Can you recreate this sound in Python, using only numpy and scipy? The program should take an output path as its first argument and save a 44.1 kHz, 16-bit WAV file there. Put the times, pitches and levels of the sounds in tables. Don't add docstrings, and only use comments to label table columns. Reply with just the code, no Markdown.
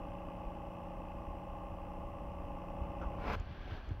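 import sys
import numpy as np
from scipy import signal
from scipy.fft import rfft, irfft
from scipy.io import wavfile

SR = 44100
rng = np.random.default_rng(int(sys.argv[2]) if len(sys.argv) > 2 else 0)


def dump_mix(stems):
    frames = np.atleast_2d(stems).T
    limited = np.clip(frames, -1, 1)
    pcm = np.round(limited * 32767).astype(np.int16)
    wavfile.write(sys.argv[1], SR, pcm)


N = 176400
TIME = np.arange(N) / SR

MAINS_HZ = 60
STRIKE_OFFSET_S, STRIKE_RISE_S = .0012, .0009
STRIKE_AGE_S = (TIME - STRIKE_OFFSET_S) % (1 / MAINS_HZ)
GRAIN_HZ, FRICTION_MODE_WIDTH_HZ = 200, 10


def ballast():
    # multiple of half the mains rate, level/dB
    tones = [(4, -64), (5, -71.5), (6, -55.5), (7, -75), (8, -62.5), (10, -64), (11, -62), (12, -75),
             (13, -70.5), (15, -75), (16, -73.5), (17, -72), (18, -62.5), (19, -56), (20, -74), (21, -65.5),
             (22, -63), (23, -71), (24, -69), (25, -69), (26, -68.5), (27, -59), (28, -59), (30, -68.5),
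             (31, -68), (34, -69), (35, -67.5), (36, -71), (38, -67.5), (39, -72.5)]
    trim_db, waver_db, waver_rad, waver_hz = 0.5, 0.58, .06, 2.1
    out = 0
    for multiple, db in tones:
        phase = 2 * np.pi * (multiple * MAINS_HZ / 2 * TIME + rng.random()) + waver_rad * drift(waver_hz)
        gain = from_db(trim_db + db + waver_db * drift(waver_hz))
        out = out + np.sqrt(2) * gain * np.sin(phase)
    return out


def housing():
    # f/Hz, level/dB
    spectrum = [(120, -88), (200, -80), (255, -83.5), (330, -81), (375, -87.5), (430, -89.5), (520, -80.5),
                (560, -84), (610, -86), (720, -86.5), (850, -79.5), (970, -88.5), (1080, -81.5),
                (1200, -86), (1290, -94.5), (1800, -106), (2400, -125)]
    # f/Hz, level/dB
    modes = [(285, -64.5), (527, -67), (823, -66.5), (856, -66), (1066, -66.5), (1156, -73)]
    return noise(spectrum, strikes(decay_s=0.0078, steady=0.63)) + resonances(modes, width_hz=3)


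def loose_part():
    # f/Hz, level/dB, decay/s
    modes = [(2070, -69, 0.0032), (2584, -64, .0025), (2830, -65.5, 0.0019), (4895, -83, .002),
             (5690, -76.5, .0014)]
    # f/Hz, level/dB
    spectrum = [(1100, -118), (1500, -102), (1850, -102), (2080, -97), (2200, -105), (2350, -106),
                (2540, -95), (2980, -99), (3150, -109), (3450, -113), (3650, -122), (4200, -128),
                (4750, -124), (4900, -118), (5100, -126), (5400, -120), (5780, -117), (6100, -138)]
    scatter_db, repeat_share = 0.4, 0.29
    rings = sum(from_db(db) * np.exp(-STRIKE_AGE_S / decay_s) * np.sin(2 * np.pi * hz * STRIKE_AGE_S)
                for hz, db, decay_s in modes)
    attack = 1 - np.exp(-STRIKE_AGE_S / STRIKE_RISE_S)
    rings = 2 * rings * attack * from_db(scatter_db * drift(MAINS_HZ))
    pattern = np.resize(rng.standard_normal(2 * SR // MAINS_HZ), N)
    rasp = np.sqrt(repeat_share) * pattern + np.sqrt(1 - repeat_share) * rng.standard_normal(N)
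    return rings + colour(rasp * strikes(decay_s=0.0025, steady=0.58) * np.sqrt(SR / 2), spectrum)


def rub():
    # f/Hz, level/dB
    spectrum = [(100, -80), (220, -65), (320, -75), (450, -64), (560, -75), (800, -69.5), (1030, -69.5),
                (1400, -74), (1900, -78), (2400, -76.5), (3400, -89.5), (4700, -94), (5800, -99),
                (7000, -110), (8500, -123), (12000, -110), (13000, -114), (15500, -112)]
    # f/Hz, level/dB
    modes = [(453, -47), (726, -52.5), (1020, -48), (1345, -55), (1436, -54), (2300, -59)]
    crest_start_s, stop_s, release_s = 3.28, 3.353, 0.0021
    rise_db_per_s, crest_db_per_s, rough_db = 189, 43, 1.1
    rise_db = rise_db_per_s * np.minimum(TIME - crest_start_s, 0)
    crest_db = crest_db_per_s * (np.clip(TIME, crest_start_s, stop_s) - stop_s)
    envelope = from_db(rise_db + crest_db) * np.exp(-np.maximum(TIME - stop_s, 0) / release_s)
    friction = noise(spectrum, envelope * from_db(rough_db * drift(GRAIN_HZ)))
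    return friction + resonances(modes, FRICTION_MODE_WIDTH_HZ) * envelope


def cloth():
    # f/Hz, level/dB
    spectrum = [(150, -81), (300, -80), (450, -85), (850, -87), (1350, -89.5), (1620, -88), (1900, -93.5),
                (3300, -95.5), (3900, -104), (4500, -103), (5100, -113), (5700, -111), (7000, -127),
                (8700, -140), (11000, -127), (15500, -128)]
    # f/Hz, level/dB
    modes = [(750, -69), (1550, -71), (1648, -69)]
    # t/s, level/dB
    movement = [(3.3, -25), (3.36, -1), (3.45, -4.5), (3.52, -1.5), (3.64, -1.5), (3.72, 3), (3.77, 1.5),
                (3.82, -4), (3.89, -2.5), (3.95, -7.5), (4.0, -10)]
    start_s, rough_db = movement[0][0], 1
    grain = from_db(rough_db * drift(GRAIN_HZ))
    rustle = noise(spectrum, grain) + resonances(modes, FRICTION_MODE_WIDTH_HZ)
    return rustle * level(movement) * (TIME > start_s)


def bumps():
    # t/s, level/dB, f/Hz
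    hits = [(.455, -34, 37.6), (2.812, -30, 58), (3.058, -31.5, 48), (3.362, -33, 70), (3.397, -32, 68),
            (3.505, -36.5, 114), (3.718, -32, 83), (3.877, -36.5, 45), (3.906, -38, 263), (3.910, -29, 87)]
    rise_cycles = 0.56
    out = 0
    for start_s, db, hz in hits:
        cycles = np.maximum(TIME - start_s, 0) * hz
        age = cycles / rise_cycles
        out = out + from_db(db) * (age * np.exp(1 - age)) ** 2 * np.sin(2 * np.pi * cycles)
    return out


def knock():
    # f/Hz, level/dB
    spectrum = [(150, -75), (470, -69.5), (650, -78), (850, -69.5), (1500, -73), (1900, -95), (3000, -94),
                (4200, -113), (5300, -110), (6100, -105), (6800, -126)]
    return noise(spectrum, dying(start_s=3.015, decay_s=0.023))


def case_ticks():
    # t/s, level/dB
    ticks = [(3.3334, 2), (3.3654, -11), (3.3995, 0.5), (3.8905, -3)]
    # f/Hz, level/dB
    spectrum = [(1500, -104), (5500, -92), (7500, -96), (9000, -114), (13000, -106), (16000, -110)]
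    return noise(spectrum, sum(from_db(db) * dying(start_s, decay_s=.001) for start_s, db in ticks))


def rumble():
    # f/Hz, level/dB
    spectrum = [(10, -86), (20, -69.5), (33, -61), (55, -67.5), (80, -68), (100, -74), (120, -75.5),
                (160, -82), (260, -92), (600, -110)]
    # t/s, level/dB
    swells = [(0, 0.5), (.7, -1.5), (2.2, 1), (2.7, 1.5), (3.3, 4.5), (3.6, 1.5), (3.75, 3), (3.82, -4.5),
              (4.0, 2)]
    return noise(spectrum) * level(swells)


def hiss():
    # f/Hz, level/dB
    mid = [(1000, -123), (7000, -123), (12000, -122.5), (16000, -123)]
    # f/Hz, level/dB
    side = [(60, -124), (200, -132), (400, -126), (2000, -130), (7000, -127.5), (11500, -129),
            (13000, -140)]
    # t/s, level/dB
    contour = [(0, 0), (3.35, 0), (3.42, -14.5), (4.0, -8)]
    return (noise(mid) + np.array([[1], [-1]]) * noise(side)) * level(contour)


def strikes(decay_s, steady):
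    pulse = (1 - np.exp(-STRIKE_AGE_S / STRIKE_RISE_S)) * np.exp(-STRIKE_AGE_S / decay_s)
    envelope = np.hypot(steady, pulse / pulse.max())
    return envelope / np.sqrt(np.mean(envelope ** 2))


def resonances(modes, width_hz):
    out = 0
    for hz, db in modes:
        phase = 2 * np.pi * hz * TIME
        out = out + from_db(db) * (drift(width_hz) * np.sin(phase) + drift(width_hz) * np.cos(phase))
    return out


def noise(spectrum, envelope=1):
    return colour(rng.standard_normal(N) * envelope * np.sqrt(SR / 2), spectrum)


def colour(x, spectrum):
    hz, db = np.transpose(spectrum)
    octave = np.log2(np.maximum(np.fft.rfftfreq(N, 1 / SR), 1))
    outside = np.maximum(np.log2(hz[0]) - octave, 0) + np.maximum(octave - np.log2(hz[-1]), 0)
    return irfft(rfft(x) * from_db(np.interp(octave, np.log2(hz), db) - 20 * outside), N)


def drift(rate_hz):
    hop, settle = 40, 2000
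    pole = np.exp(-2 * np.pi * rate_hz * hop / SR)
    white = rng.standard_normal(N // hop + settle + 2)
    slow = signal.lfilter([1], [1, -2 * pole, pole * pole], white)[settle:]
    return np.interp(np.arange(N) / hop, np.arange(len(slow)), slow / slow.std())


def dying(start_s, decay_s):
    return (TIME >= start_s) * np.exp(-np.maximum(TIME - start_s, 0) / decay_s)


def level(rows):
    return from_db(np.interp(TIME, *np.transpose(rows)))


def from_db(db):
    return 10 ** (np.asarray(db) / 20)


def scene():
    # t/s, level/dB
    fixture_level = [(0, 0.5), (2.3, -0.56), (3.0, 2), (3.345, 2), (3.365, -9), (3.8, -15.5), (4.0, -9.5)]
    # f/Hz, left minus right/dB
    balance = [(500, 0), (1000, 0.49), (2000, 0.4), (2800, 2.5), (3600, 4), (4500, 7.5), (5700, 11),
               (7500, 3), (10000, -1)]
    fixture = (ballast() + housing() + loose_part()) * level(fixture_level)
    handling = rumble() + rub() + cloth() + bumps() + knock() + case_ticks()
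    balance_db = np.interp(np.fft.rfftfreq(N, 1 / SR), *np.transpose(balance))
    pan = from_db([balance_db / 2, -balance_db / 2])
    return irfft(rfft(fixture + handling) * pan / pan.mean(axis=0), N) + hiss()


def record(dry):
    cutoff_hz = 15750
    return signal.sosfilt(signal.ellip(12, .1, 80, cutoff_hz, fs=SR, output="sos"), dry)


dry = scene()
out = record(dry)
dump_mix(out)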